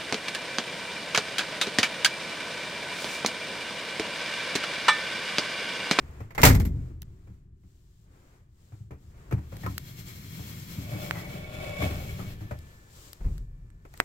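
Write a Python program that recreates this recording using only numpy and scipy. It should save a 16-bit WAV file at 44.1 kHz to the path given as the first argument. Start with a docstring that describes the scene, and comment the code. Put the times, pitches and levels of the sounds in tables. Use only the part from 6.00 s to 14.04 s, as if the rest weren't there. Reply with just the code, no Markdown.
"""Inside an old car at night a heavy steel door is pulled shut: the latch catches, then the door slams,
booms and rattles as it rocks on its seal. The driver settles with rustling clothes and bumps the trim.
Next the window crank creaks and the side window winds down: a sleeve swishes, the glass drags and sings
in its channel. Near the end the hand-held camera is jolted. Fingers tick on its case now and then,
and a faint rumble and a thin whine fill the cabin throughout."""
import sys
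import numpy as np
from scipy.fft import rfft, irfft, next_fast_len
from scipy.io import wavfile
from scipy.ndimage import map_coordinates

SR = 44100
rng = np.random.default_rng(int(sys.argv[2]) if len(sys.argv) > 2 else 0)


def inscribe(sig):
    """Save sig as 16-bit PCM at rate SR to the path in sys.argv[1].

    A 1-D sig is mono; a 2-D sig holds one channel per row.
    Samples are clipped to [-1, 1] before scaling.
    """
    pcm = np.round(np.clip(np.atleast_2d(sig).T, -1, 1) * 32767)
    wavfile.write(sys.argv[1], SR, pcm.astype(np.int16))


N = 354563

# The bright hiss of a crash or scuff. Each row: frequency in Hz, relative level in dB.
CRASH_SPECTRUM = [(1500, -24.5), (2800, 1), (4500, 1.5), (7500, 1.5), (10000, -7), (12500, 0.5),
                  (15800, -3)]
# How alike left and right sound. Each row: frequency in Hz, likeness (1 means the same).
STEREO_LIKENESS = [(100, 1), (280, 0.97), (550, 0.66), (1100, 0.28), (2000, 0.096), (4000, 0),
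                   (12000, 0.13)]
# How much louder the left side is. Each row: frequency in Hz, left minus right in dB.
LEFT_BIAS = [(60, 0.86), (150, 1), (350, 3), (700, 5), (1200, 2.5), (2200, -2), (4000, 3.5), (8000, 5),
             (13000, 7.5)]

REBOUND_S, SWING_S = 0.495, 0.052  # when the shut door starts to rock, and how long a swing takes


def door_clanks():
    """The latch rides over its striker, the door lands, then it rattles once a swing, ever more weakly."""
    # Steel hits steel. Each row: start in seconds, clank, crash and latch levels in dB, fade in seconds.
    contacts = [(.306, -46.5, -60.5, -75, 0.12), (0.349, -41.5, -49, -65, 0.098),
                (.379, -24, -40, -66, .17), (.408, -40, -41, -56, 0.055), (0.416, -32.5, -28.5, -52, 0.077),
                (.432, -10.5, -16, -35.5, 0.17), (.451, -18, -16, -18, 0.15), (.464, -18, -24, -27.5, .19)]
    # The tone of a clank. 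Each row: frequency in Hz, relative level in dB.
    clank_spectrum = [(100, -22.5), (300, -6.5), (550, 2.5), (900, 0.5), (1600, -3), (2150, -0.5),
                      (2600, -11.5), (3600, -21.5), (8000, -57.5)]
    # Notes of the door shell and small latch parts. Each row: pitch in Hz, level in dB, fade in seconds.
    shell_modes = [(466, -4, .3), (494, -5, .3), (599, -8, .27), (850, -5, .25), (924, -7, .22),
                   (1384, -9, .22), (1918, -8, .2), (2080, 2, .22), (2240, -3, .2), (2423, -3, .18),
                   (3310, -12, .2), (4291, -6, .18)]
    latch_modes = [(7510, -17, .13), (12435, -6, .08), (12700, -9, .09), (13438, -9, .07)]
    rattles = [(REBOUND_S + k * SWING_S, -24.5 - 6 * k, -31.5 - 5 * k, -30.5 - 2 * k, 0.12)
               for k in range(4)]
    out, size = np.zeros((2, N)), SR // 2
    for start, clank_db, crash_db, latch_db, t60 in contacts + rattles:
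        clank = amp(clank_db - 1) * noise(clank_spectrum, grain_db=2, size=size) * pan(2.2)
        crash = amp(crash_db + 1) * noise(CRASH_SPECTRUM, grain_db=3, size=size) * pan(1)
        shell_db = 1.3 * clank_db - 8.5  # the shell rings mostly under hard blows
        shell = amp(shell_db) * ring(shell_modes, attack=0.001, scatter_db=-0.5, size=size) * pan(1)
        latch = amp(latch_db) * ring(latch_modes, attack=0.001, scatter_db=2, size=size)
        add(out, start, (clank + crash) * fall(t60, attack=0.0002, size=size) + shell + latch)
    return out


def door_boom():
    """The slam sets the door panel and the cabin air booming."""
    # Notes of the panel and the air. Each row: pitch in Hz, level in dB, fade in seconds.
    boom_modes = [(37.32, -32, 1.6), (52.1, -25, 1.2), (78.2, -24, 1.1), (99.03, -26, 0.81),
                  (123.7, -21, 1.4), (167.5, -16.5, .55), (224.4, -27, 0.47), (268.3, -21.5, .42),
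                  (302, -26, 0.26)]
    # The deep noise of the slam. Each row: frequency in Hz, relative level in dB.
    body_spectrum = [(15, -9), (35, -6), (110, 1), (180, -5), (300, -11.5), (400, -18), (650, -29.5),
                     (1200, -48), (3000, -78)]
    out, size = np.zeros((2, N)), 2 * SR
    # the closing door squeezes the air just before the seal lands
    add(out, 0.38, amp(-22.5) * noise(body_spectrum, size=SR) * fall(0.89, attack=0.02))
    add(out, 0.434, amp(1) * ring(boom_modes, attack=0.012, scatter_db=1.5, size=size))
    # the soft seal passes on only the deepest notes when the door rebounds
    deep_modes = [(hz, db, t60) for hz, db, t60 in boom_modes if hz < 200]
    for k in range(2):
        sway = ring(deep_modes, attack=0.012, scatter_db=5, size=size)
        add(out, REBOUND_S + k * SWING_S, amp(-10 - 2 * k) * sway)
    # the whole car body goes on shuddering around the notes of the boom
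    shudder = noise(body_spectrum, peaks=[(hz, 14, 7) for hz, _, _ in boom_modes], size=size)
    add(out, 0.432, amp(-10.5) * shudder * fall(0.8, attack=0.012, size=size))
    return out


def window():
    """A sleeve swishes as the crank turns; the glass drags, shakes the door and sings under pressure."""
    # The winding. Each row: time in seconds, glass drag level in dB, sleeve swish level in dB.
    winding = [(3.4, -80, -77.5), (3.62, -61, -60), (3.85, -66, -59), (4.28, -64, -53), (4.43, -59.5, -50),
               (4.68, -65, -56), (4.95, -47, -51.5), (5.2, -52, -56.5), (5.66, -44, -64), (6.0, -48, -54),
               (6.15, -54.5, -56.5), (6.28, -54.5, -58.5), (6.38, -62, -67), (6.7, -68.5, -77)]
    # The tones of door, glass and sleeve. Each row: frequency in Hz, relative level in dB.
    shudder_spectrum = [(30, -18), (60, -15.5), (100, 6), (170, 4), (230, -7), (320, -11), (450, -23),
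                        (900, -56)]
    drag_spectrum = [(200, -59), (350, 3.5), (700, -2), (900, -8.5), (1400, -6.5), (2000, -7.5),
                     (3200, -7.5), (5000, -16.5), (8000, -21.5), (12000, -23.5)]
    swish_spectrum = [(500, -21), (1000, 5), (2200, 5), (4200, 5.5), (6000, 2.5), (7600, 1), (9500, -4),
                      (12500, 5), (15800, 2)]
    # Narrow resonances of glass and sleeve. Each row: pitch in Hz, width in Hz, boost in dB.
    glass_peaks = [(599, 82, 14.5), (762, 93, 9), (1106, 40, 12), (1395, 22, 11.5), (2290, 65, 11.5),
                   (2580, 41, 13), (3450, 66, 10.5), (4130, 43, 1), (5280, 33, 12), (6320, 66, -7),
                   (7310, 130, 11.5)]
    swish_peaks = [(1866, 46, 7.5), (2180, 130, 10), (2350, 62, 6), (3290, 51, 12), (4190, 81, 8),
                   (5330, 60, 10), (6360, 190, 7), (7520, 125, 12)]
    push_s, push_width_s = 5.84, 0.048  # one hard push on the crank
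    usual_drag_db, usual_swish_db = -53.5, -59.5
    push_db = 11 * np.exp(-((np.arange(N) / SR - push_s) / push_width_s) ** 2)
    drag_db, swish_db = curves(winding) + push_db
    grip_db = 1.26 * wobble(rate=24)  # the glass catches and lets go
    effort_db = 0.35 * (drag_db - usual_drag_db) + 0.53 * (swish_db - usual_swish_db)
    shudder = amp(-42.5 + effort_db + grip_db) * noise(shudder_spectrum)
    pressure = np.clip((drag_db + 60) / 12, 0, 1)
    plain = np.sqrt(1 - pressure) * noise(drag_spectrum, grain_db=1, grain_rate=200)
    singing = np.sqrt(pressure) * noise(drag_spectrum, grain_db=2, grain_rate=460, peaks=glass_peaks)
    drag = amp(drag_db + 3 + grip_db) * (plain + singing)
    sleeve = noise(swish_spectrum, grain_db=0.4, peaks=swish_peaks) * pan(-0.5)
    swish = amp(swish_db + 3.5 + 2.1 * grip_db) * sleeve
    return (shudder + drag + swish + np.sqrt(pressure) * glass_squeal(drag_db)) * during(winding)


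def glass_squeal(drag_db):
    """One resonance of the glass sings out unsteadily, the louder the harder it drags."""
    band = noise([(1900, -41), (2150, -25), (2240, 14), (2330, -24), (2700, -40)])
    flutter_db = 4 * wobble(rate=51)
    return amp(drag_db - 6.5 + flutter_db) * band


def crank_creak():
    """The dry spindle chirps as the crank is taken in hand."""
    # Notes of the spindle. Each row: pitch in Hz, level in dB, fade in seconds.
    spindle_modes = [(1040, 0, 0.076), (1300, 0.5, 0.086)]
    out = np.zeros((2, N))
    add(out, 3.666, amp(-30) * ring(spindle_modes, attack=0.003, scatter_db=1))
    return out


def knocks():
    """Padded blows on seat and trim: the cabin air thuds under a scuff and a dull clack."""
    # Each row: start in seconds, thud level in dB and pitch in Hz, clack level in dB and pitch in Hz,
    # fade of the clack in seconds.
    bumps = [(.204, -36, 123, -42.5, 476, .14), (1.272, -44, 122, -57.5, 511, 0.13),
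             (2.721, -40.5, 110, -55.5, 321, .25), (2.799, -35.5, 95, -79, 259, .1),
             (2.908, -35.5, 134.6, -45, 440, 0.18), (3.311, -30, 129, -36.5, 444, 0.19),
             (3.325, -19, 117, -31, 330, 0.07), (3.379, -35, 105, -44.5, 327, 0.13),
             (3.521, -39.5, 130, -47.5, 510, 0.42), (3.635, -28.5, 78, -41, 1830, 0.29),
             (3.663, -24.5, 179, -27.5, 1250, 0.059), (4.392, -33.5, 140, -48, 412, .18),
             (4.774, -25.5, 201, -50, 326, .2), (4.923, -28.5, 190, -43, 302, 0.6),
             (5.108, -36, 152, -44, 2060, 0.27), (5.154, -45, 150, -42, 1990, 0.64),
             (5.822, -24.5, 160, -28, 2200, 0.07), (5.904, -28.5, 128, -39.5, 346, 0.4),
             (6.192, -32.5, 158, -41.5, 1260, 0.2), (6.407, -30, 100, -49, 324, 0.37),
             (6.51, -29, 109, -35, 600, 0.14), (7.207, -52, 110, -51.5, 400, 0.19),
             (7.245, -40.5, 170, -51, 426, 0.27), (7.851, -64, 100, -48.5, 411, .1),
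             (7.939, -52, 79, -48.5, 1920, 0.063), (8.008, -53, 110, -37.5, 2010, 0.069)]
    # Notes of the cabin air. Each row: pitch in Hz, level in dB, fade in seconds.
    cabin_modes = [(75, -2.5, 0.4), (104.6, -0.5, 0.25), (130, -1.5, 0.16), (183.2, -2, .16),
                   (275.3, -10.5, 0.29), (310, -10, 0.18)]
    # The tone of a clack. Each row: frequency in Hz, relative level in dB.
    clack_spectrum = [(120, -22), (300, 6.5), (480, -1), (750, 1), (1250, -3), (1700, -7), (2400, -7.5),
                      (3300, -26.5), (8000, -59)]
    out, size = np.zeros((2, N)), SR // 2
    for start, thud_db, thud_hz, clack_db, clack_hz, t60 in bumps + settling_bumps():
        clack = noise(clack_spectrum, grain_db=-1, peaks=[(clack_hz, clack_hz * 0.13, 13)], size=size)
        scuff = amp(-19.5) * noise(CRASH_SPECTRUM, grain_db=2, size=size)
        add(out, start, amp(clack_db) * (clack + scuff) * fall(t60, attack=0.000082, size=size))
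        # a blow mostly wakes the notes near its own pitch
        woken = [(hz, db - 11 * abs(np.log2(hz / thud_hz)), fade) for hz, db, fade in cabin_modes]
        add(out, start, amp(thud_db + 3) * ring(woken, attack=0.0098, scatter_db=5, size=size))
    return out


def settling_bumps(count=6, first_s=1.05, gap_s=0.3, thud_hz=154.6, clack_hz=340, t60=0.16):
    """The driver settles in the seat: rows for knocks(), loosely spaced and ever fainter."""
    k = np.arange(count)
    starts = first_s + k * gap_s + 0.082 * rng.standard_normal(count)
    levels_db = -42 - 4.2 * k
    return [(start, db, thud_hz, db - 17, clack_hz, t60) for start, db in zip(starts, levels_db)]


def handling():
    """A shifting grip jolts the camera with deep bumps; fingers make dry ticks on its case."""
    # Each row: start in seconds, level in dB, fade in seconds.
    jolts = [(7.205, -33.5, 0.69), (7.245, -22.5, 0.51), (7.279, -34.5, 2)]
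    # The tone of a jolt. Each row: frequency in Hz, relative level in dB.
    jolt_spectrum = [(15, -23), (32, 12.5), (85, -2.5), (150, -3.5), (250, -23), (450, -31), (1200, -61.5)]
    # Each row: start in seconds, snap level in dB, case ring level in dB.
    ticks = [(1.0194, -29.5, -50.5), (1.029, -40.5, -55), (3.568, -35.5, -49.5), (3.78, -18.5, -34),
             (5.11, -28, -34), (6.589, -39.5, -56.5), (7.131, -28.5, -48), (7.38, -38, -55),
             (7.703, -57, -58), (7.939, -41, -55), (7.9752, -37.5, -52), (8.0017, -20, -22)]
    # Notes of the case. Each row: pitch in Hz, level in dB, fade in seconds.
    case_modes = [(1240, -6, 0.0081), (1630, 12.5, 0.0022), (2254, 1, 0.0032), (3760, -18, 0.0072),
                  (8060, -4, 0.013)]
    snap_spectrum = [(1500, -8.5), (4000, 3), (9000, -5.5), (13000, 3), (15800, -5.5)]
    out, size = np.zeros((2, N)), SR // 8
    for start, db, t60 in jolts:
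        add(out, start, amp(db) * noise(jolt_spectrum, size=SR) * fall(t60, attack=0.0052))
    for start, snap_db, case_db in ticks:
        snap = noise(snap_spectrum, size=size) * fall(0.0078, attack=0.0011, size=size)
        case = ring(case_modes, attack=0.000093, scatter_db=7, size=size) * pan(3.5)
        add(out, start, amp(snap_db + 2) * snap + amp(case_db) * case)
    return out


def clothes(rise_db_per_s=108.5, fall_db_per_s=105):
    """Every small move swells, holds and fades as a soft rustle; quicker ones add a crisp edge."""
    # Each row: start and end in seconds, soft and crisp rustle levels in dB.
    moves = [(-.1, 0.223, -59, -77), (0.724, 0.879, -66, -79.5), (1.049, 1.349, -75.5, -85.5),
             (1.681, 2.05, -81.5, -83.5), (2.142, 2.36, -68.5, -81), (2.608, 2.803, -75, -80),
             (3.028, 3.126, -73, -80), (3.178, 3.448, -63, -78), (6.62, 7.353, -66.5, -74.5),
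             (6.968, 7.081, -62.5, -64.5), (7.5, 7.901, -76, -88.5), (7.97, 8.038, -64.5, -71.5)]
    # The two tones of the cloth. Each row: frequency in Hz, relative level in dB.
    soft_spectrum = [(120, 1.5), (300, 9), (500, 6), (800, 1), (1100, 2.5), (2300, -3.5), (3200, -13.5),
                     (6000, -31.5)]
    crisp_spectrum = [(1200, -20.5), (3000, 0.5), (4200, 0), (6300, -0.5), (7500, 3.5), (8600, -4),
                      (10200, -9.5), (12500, -6), (15800, -6.5)]
    t, soft_gain, crisp_gain = np.arange(N) / SR, np.zeros(N), np.zeros(N)
    for start, end, soft_db, crisp_db in moves:
        fade_db = rise_db_per_s * np.maximum(start - t, 0) + fall_db_per_s * np.maximum(t - end, 0)
        soft_gain = np.maximum(soft_gain, amp(soft_db + 3 - fade_db))
        crisp_gain = np.maximum(crisp_gain, amp(crisp_db + 7.5 - fade_db))
    soft = soft_gain * noise(soft_spectrum, grain_db=0.5, grain_rate=630)
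    return soft + crisp_gain * noise(crisp_spectrum, grain_db=1)


def cabin_rumble():
    """A low rumble with a faint hum, and a thin wavering whine."""
    # How each swells and sinks. Each row: time in seconds, level in dB.
    rumble_levels = [(0, -42.5), (1.1, -44.5), (1.8, -53.5), (2.6, -54.5), (3.5, -42.5), (4.4, -51.5),
                     (6.3, -36.5), (6.8, -51.5), (8.04, -54)]
    whine_levels = [(0, -12.5), (3.2, -10), (3.9, 8.5), (6.6, 17), (7.3, 6.5), (8.04, -1)]
    # The tone of the rumble and the notes of the whine. Each row: frequency in Hz, relative level in dB.
    rumble_spectrum = [(15, -3.5), (35, -0.5), (70, 2), (120, 0.5), (180, -10), (260, -20), (380, -19),
                       (500, -43), (1500, -43.5), (8000, -68)]
    whine_tones = [(1760, -79), (2342, -92)]
    rumble = amp(curves(rumble_levels)[0] - 2) * noise(rumble_spectrum, peaks=[(373.5, 14, 4.6)])
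    whine = np.zeros(N)
    for hz, db in whine_tones:
        gain = amp(db + 2 + 3 * wobble(rate=10))
        pitch_hz = hz + 6 * wobble(rate=40)
        whine += gain * np.sin(2 * np.pi * np.cumsum(pitch_hz) / SR)
    return rumble + amp(curves(whine_levels)[0]) * whine


def noise(spectrum, grain_db=0, grain_rate=900, peaks=(), size=N):
    """Grainy stereo noise with the given tone; the average of its two sides has a strength (rms) of 1."""
    fft_size = next_fast_len(size)
    hz = np.fft.rfftfreq(fft_size, 1 / SR)
    white = rng.standard_normal((2, size)) * amp(grain_db * wobble(grain_rate, size))
    peaks_db = sum(db / (1 + ((hz - centre) / width * 2) ** 2) for centre, width, db in peaks)
    coloured = rfft(white, fft_size) * amp(along(spectrum, hz) + peaks_db)
    spread = np.arccos(along(STEREO_LIKENESS, hz)) / 2
    mid, side = coloured * [np.cos(spread), np.sin(spread)]
    sides = np.array([mid + side, mid - side]) * pan(-along(LEFT_BIAS, hz) / 2)
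    pair = irfft(sides, fft_size)[:, :size]
    return pair / pair.mean(0).std()


def ring(modes, attack, scatter_db, size=SR):
    """The fading notes (modes) of a struck object; the higher ones reach left and right out of step."""
    t, out = np.arange(size) / SR, np.zeros((2, size))
    for k, (hz, db, t60) in enumerate(modes):
        phase = np.arccos(along(STEREO_LIKENESS, hz)) * rng.choice([-0.5, 0.5]) * np.array([[1], [-1]])
        gain = amp(db + scatter_db * rng.standard_normal()) * pan(-along(LEFT_BIAS, hz) / 2)
        out += (-1) ** k * gain * np.sin(2 * np.pi * hz * t + phase) * fall(t60, attack, size)
    return out


def fall(t60, attack, size=SR):
    """The loudness of a blow: a quick rise, then a fade of 60 dB every t60 seconds."""
    t = np.arange(size) / SR
    return amp(-60 * t / t60) * (1 - np.exp(-t / attack))


def amp(db):
    """Turn decibels into a gain."""
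    return 10 ** (np.asarray(db) / 20)


def pan(right_db):
    """Gains that raise the right side and lower the left by the same number of dB."""
    return amp(right_db * np.array([[-1], [1]]))


def along(points, hz):
    """Read between rows of frequency and value, on a logarithmic frequency scale."""
    frequencies, values = np.transpose(points)
    return np.interp(np.log(hz + 1), np.log(frequencies + 1), values)


def curves(rows):
    """One value per sample for each column after the time."""
    times, *columns = np.transpose(rows)
    return [np.interp(np.arange(N) / SR, times, column) for column in columns]


def during(rows, fade_s=0.12):
    """A gain of 1 from the first row's time to the last, fading to 0 outside."""
    t = np.arange(N) / SR
    return np.clip(1 + np.minimum(t - rows[0][0], rows[-1][0] - t) / fade_s, 0, 1)


def wobble(rate, size=N):
    """A smooth curve through `rate` random values a second."""
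    return map_coordinates(rng.standard_normal(size // 8), [np.arange(size) * rate / SR], mode="wrap")


def add(track, start_s, sound):
    """Mix a sound into a track at the given time."""
    part = track[..., round(start_s * SR):][..., :sound.shape[-1]]
    part += sound[..., :part.shape[-1]]


def scene():
    """Everything heard from the driver's seat, with the door on the left."""
    door = door_clanks() + door_boom()
    left, right = door + knocks() + crank_creak() + window() + clothes() + cabin_rumble()
    delay_s = 0.00035  # sound from the door side reaches the left microphone first
    late_right = np.pad(right, (round(delay_s * SR), 0))[:N]
    return np.array([left, late_right]) + handling()


def record(dry):
    """Clip the peaks at full scale and cut off the highest treble."""
    top_hz = 15900
    fft_size = next_fast_len(N + SR // 2)
    hz = np.fft.rfftfreq(fft_size, 1 / SR)
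    spectrum = rfft(np.clip(dry, -1, 1), fft_size)
    return irfft(spectrum / (1 + (hz / top_hz) ** 160), fft_size)[:, :N]


dry = scene()
out = record(dry)
inscribe(out)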